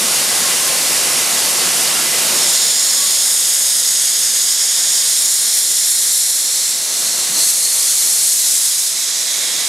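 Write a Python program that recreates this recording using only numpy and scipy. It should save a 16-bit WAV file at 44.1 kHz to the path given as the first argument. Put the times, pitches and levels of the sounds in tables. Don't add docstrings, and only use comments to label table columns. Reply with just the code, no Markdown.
import sys
import numpy as np
from scipy import signal
from scipy.fft import rfft, irfft, next_fast_len
from scipy.io import wavfile
from scipy.ndimage import uniform_filter1d, map_coordinates

SR = 44100
rng = np.random.default_rng(int(sys.argv[2]) if len(sys.argv) > 2 else 0)


def store_pcm(level_fs):
    pcm = np.round(np.clip(level_fs, -1, 1) * 32767).astype(np.int16)
    wavfile.write(sys.argv[1], SR, np.atleast_2d(pcm).T)


N = 426888
TIME = np.arange(N) / SR


# frequency in Hz, relative level in dB.
HISS_SPECTRUM = [(150, -42), (550, -38.5), (1100, -23.5), (2000, -14), (2800, -16), (3500, -6.5),
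                 (4300, -3), (5300, -1.5), (6100, -2), (6800, 1), (8000, -2.5), (10000, -14.5),
                 (15000, -44)]
SIZZLE_SPECTRUM = [(3000, -47), (5500, -10), (7300, -5), (8500, -1.5), (9700, -3), (10900, -3), (12000, -7),
                   (13500, -12.5), (15500, -27)]
# centre in Hz, width in Hz, boost or dip in dB.
COCK_MODES = [(372, 26, 4), (577, 160, 16.5), (2110, 240, 1.5), (2670, 260, 1.5), (4500, 270, -2),
              (4800, 300, -1.5)]
# frequency in Hz, left-right likeness from 0 to 1.
JET_LIKENESS = [(300, 0.65), (2000, 1), (4000, .96), (8500, 1), (10800, 0.99), (12000, 0.74), (14000, .5)]

def drain_jet(hiss_db, sizzle_db):
    sputter_db = 0.092 * wobble(16) + 0.34 * wobble(70)
    flow = rush(HISS_SPECTRUM, JET_LIKENESS, patchy_db=0.6)
    hiss = unit(filtered(flow, lambda hz: resonances(COCK_MODES, hz)))
    sizzle = amp(sizzle_db + 0.6 * wobble(20)) * rush(SIZZLE_SPECTRUM, JET_LIKENESS, patchy_db=0.5)
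    return amp(hiss_db + sputter_db) * (hiss + sizzle)


# time in seconds, delay in ms, strength from 0 to 1.
DECK_BOUNCE = [(2.6, .57, .43), (4.1, 0.604, 0.29), (6.05, 0.55, .27), (7.2, 0.51, 0.14), (8.3, 0.4, 0)]

def off_the_deck(x):
    delay_ms, strength = curves(DECK_BOUNCE)
    earlier = np.arange(N) - delay_ms * SR / 1000
    deck_tone = [(2000, 1), (7000, 1.5), (12000, -3.5)]
    mirrored = filtered(x, lambda hz: amp(along(deck_tone, hz)))
    echo = np.array([map_coordinates(side, [earlier]) for side in mirrored])
    return (x + strength * echo) / np.sqrt(1 + strength ** 2)


# frequency in Hz, left's lead in radians.
JET_PHASE = [(400, .35), (1800, 0), (9300, 0), (10800, -.3), (12300, -1.1), (14000, -1.3)]
# frequency in Hz, left over right in dB.
JET_BALANCE = [(300, .5), (1300, -3), (2300, 1.5), (3400, -2.5), (4400, -1.5), (5400, -2.5), (6200, 0),
               (9200, 1), (10600, 3.5), (11800, 4.8), (13800, 1.5)]

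def shaded(x, depth):
    bent = filtered(x, lambda hz: np.exp(np.array([[1j], [-1j]]) * along(JET_PHASE, hz) / 2))
    return bent + depth * filtered(bent, lambda hz: panned(along(JET_BALANCE, hz)) - 1)


# centre in Hz, width in Hz, level in dB.
NOZZLE_BANDS = [(4150, 220, -3), (4390, 360, 0)]
PIPE_BANDS = [(2090, 670, -1.5), (3350, 310, 1), (3840, 460, 4)]
# start, end and fade in seconds, level in dB relative to the hiss.
NOZZLE_SPELLS = [(2.28, 3.35, .15, -12), (4.95, 8.55, 0.26, -11), (7.32, 7.48, 0.054, -11),
                 (7.58, 7.72, .05, -13)]
PIPE_SPELLS = [(8.75, 10.5, 0.67, -8)]

def drain_ringing():
    nozzle = panned(db=.3) * blown(NOZZLE_BANDS, NOZZLE_SPELLS, flutter_db=1.1)
    pipe = panned(db=-6) * blown(PIPE_BANDS, PIPE_SPELLS, flutter_db=1.5)
    return nozzle + pipe


def blown(modes, spells, flutter_db):
    def bands(hz):
        return sum(amp(db) * np.exp(-2 * ((hz - centre) / width) ** 2) for centre, width, db in modes)
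    level = sum(amp(db) * np.clip(np.minimum(TIME - start, end - TIME) / fade, 0, 1)
                for start, end, fade, db in spells)
    return level * amp(flutter_db * wobble(16)) * unit(filtered(rng.standard_normal(N), bands))


# frequency in Hz, relative level in dB.
ROAR_SPECTRUM = [(15, -52), (25, -21), (86, -17.5), (156, -8), (359, -7), (410, -7.5), (482, -3),
                 (1450, -4.5), (2010, -3.5), (4040, -1.5), (4500, 0), (6920, 0.5), (10100, 0.5),
                 (13900, -7), (15500, -30)]
# frequency in Hz, left-right likeness from 0 to 1.
ROAR_LIKENESS = [(100, 0.82), (1000, 0.92), (4000, 0.92), (6500, 0.98), (9000, 0.78), (11000, 0.4),
                 (14000, 0)]
# centre in Hz, width in Hz, boost in dB.
CHIMNEY_MODES = [(183, 110, 2), (248, 34, 2.5), (367, 28, 5), (473, 68, 2.5), (666, 77, 2.5), (900, 19, 0),
                 (1086, 34, 2.5), (2012, 55, 5.5), (2830, 120, 3), (4570, 100, 1.5), (8200, 780, 1),
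                 (10050, 390, 2)]
# delay in ms, strength from 0 to 1.
BOILER_BOUNCES = [(1.31, 0.02), (3.55, 0.04), (5.4, 0.08), (11.3, 0.1)]

def blower():
    def paths(hz):
        return 1 + sum(strength * np.exp(-2j * np.pi * hz * ms / 1000) for ms, strength in BOILER_BOUNCES)
    flow = rush(ROAR_SPECTRUM, ROAR_LIKENESS, patchy_db=0.68)
    roar = unit(filtered(flow, lambda hz: resonances(CHIMNEY_MODES, hz) * paths(hz)))
    level_db = -15 + 0.21 * wobble(14)
    return amp(level_db) * roar


# peak time
# in seconds, level in dB, pitch in Hz, glide in Hz per second, half-length in seconds.
ENGINE_THUMPS = [(.05, -32.5, 217, 0, .05), (7.315, -29, 190, 0, .03), (7.375, -29, 288, 0, 0.02)]
STEAM_WHISTLES = [(.48, -29, 1076, 0, .04), (.7, -31, 1050, 0, .08), (1.985, -29, 1370, -900, .04),
                  (2.1, -32, 2020, 2, .06), (2.47, -28.5, 585, 0, .03), (3.02, -25, 1125, 200, .065)]

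def thumps_and_whistles():
    thumps = swells(ENGINE_THUMPS, waver_radians=1.0, waver_rate=70)
    whistles = swells(STEAM_WHISTLES, waver_radians=0.5, waver_rate=65)
    return thumps + whistles


def swells(rows, waver_radians, waver_rate):
    drift = waver_radians * wobble(waver_rate)
    tones = np.zeros(N)
    for peak, db, hz, glide, half_length in rows:
        near = np.abs(TIME - peak) < .3
        t = TIME[near] - peak
        phase = 2 * np.pi * (hz + glide * t / 2) * t + drift[near]
        tones[near] += amp(db) * np.exp(-(t / half_length) ** 2) * np.sin(phase)
    return tones


# frequency in Hz, relative level in dB.
BUFFET_SPECTRUM = [(8, -5), (22, -14), (50, -17), (120, -34), (400, -70)]

def wind(hiss_db):
    level_db = -36.5 + 1.8 * hiss_db + 1.2 * wobble(9)
    return amp(level_db) * rush(BUFFET_SPECTRUM, likeness=[(30, 0.98)], patchy_db=0)


def rush(spectrum, likeness, patchy_db):
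    def mid_and_side(hz):
        angle = np.arccos(np.clip(along(likeness, hz), -1, 1)) / 2
        return amp(along(spectrum, hz)) * [np.cos(angle), np.sin(angle)]
    cells = signal.stft(rng.standard_normal((2, N)), nperseg=512)[2]
    eddies = uniform_filter1d(rng.standard_normal(cells.shape[1:]), size=9, axis=0)
    eddies = uniform_filter1d(eddies, size=16, axis=1)
    pair = signal.istft(cells * amp(patchy_db * unit(eddies)), nperseg=512)[1][:, :N]
    mid, side = filtered(pair, mid_and_side)
    return unit(np.array([mid + side, mid - side]))


def amp(db):
    return 10 ** (np.asarray(db) / 20)


def unit(x):
    return x / np.sqrt(np.mean(x ** 2) + 1e-20)


def along(points, hz):
    freqs, values = np.transpose(points)
    return np.interp(np.log(hz + 1), np.log(freqs + 1), values)


def curves(rows):
    seconds, *columns = np.transpose(rows)
    return [np.interp(TIME, seconds, column) for column in columns]


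def wobble(rate):
    knots = rng.standard_normal(int(N * rate / SR) + 4)
    steps = np.arange(0, len(knots) - 1, 1 / 8)
    return np.interp(TIME * rate, steps, map_coordinates(knots, [steps]))


def filtered(x, response):
    size = next_fast_len(N + SR // 2)
    return irfft(rfft(x, size) * response(np.fft.rfftfreq(size, 1 / SR)), size)[..., :N]


def resonances(modes, hz):
    return amp(sum(db / (1 + (2 * (hz - centre) / width) ** 2) for centre, width, db in modes))


def panned(db):
    return amp(np.array([[1], [-1]]) * db / 2)


# time in seconds, hiss in dB, sizzle in dB relative to the hiss.
JET_FLOW = [(2.25, -27, -5), (2.56, -11, -3.5), (3.45, -7, 1.5), (4.1, -4, -1.5), (4.9, -3.5, -4),
            (5.25, -4.9, 1), (6.2, -4, 3), (6.71, -6.5, -1.2), (6.8, -10, -1.4), (7.05, -10.5, 0),
            (7.33, -14, -1.5), (7.5, -6.5, 3.5), (7.6, -8.5, 3), (7.9, -6, 1.5), (8.15, -6.5, 4),
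            (8.66, -2, 2.5), (9.15, -7.2, -4.5), (9.68, -13, -4)]
# time in seconds, engine's left over right in dB, depth of the jet's shading.
CAMERA_AIM = [(0, -.2, 1.7), (2.3, -1, 1.3), (4.5, -1.1, .7), (5.8, -0.8, 0.54), (8.3, -.8, 0.94),
              (9.1, -2, 2.2)]

def scene():
    hiss_db, sizzle_db = curves(JET_FLOW)
    bearing_db, shading = curves(CAMERA_AIM)
    jet = shaded(off_the_deck(drain_jet(hiss_db, sizzle_db)), shading)
    ringing = amp(hiss_db) * drain_ringing()
    engine = jet + ringing + thumps_and_whistles() + blower()
    return engine * panned(bearing_db) + wind(hiss_db)


def gain_control(x, ceiling_db=-13, attack_s=0.0096, release_s=0.43, block=256):
    power = np.abs(uniform_filter1d(np.mean(x ** 2, axis=0), size=block))[::block]
    cut_db = [0]
    for excess_db in np.maximum(10 * np.log10(power + 1e-12) - ceiling_db, 0):
        lag_s = attack_s if excess_db > cut_db[-1] else release_s
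        cut_db.append(excess_db + (cut_db[-1] - excess_db) * np.exp(-block / SR / lag_s))
    return x * amp(-np.interp(np.arange(N) / block, np.arange(len(cut_db)), cut_db))


def record(dry):
    held = gain_control(dry)
    rounded = held / (1 + np.abs(held / .95) ** 12) ** (1 / 12)
    return filtered(rounded, lambda hz: hz < 15800)


dry = scene()
out = record(dry)
store_pcm(out)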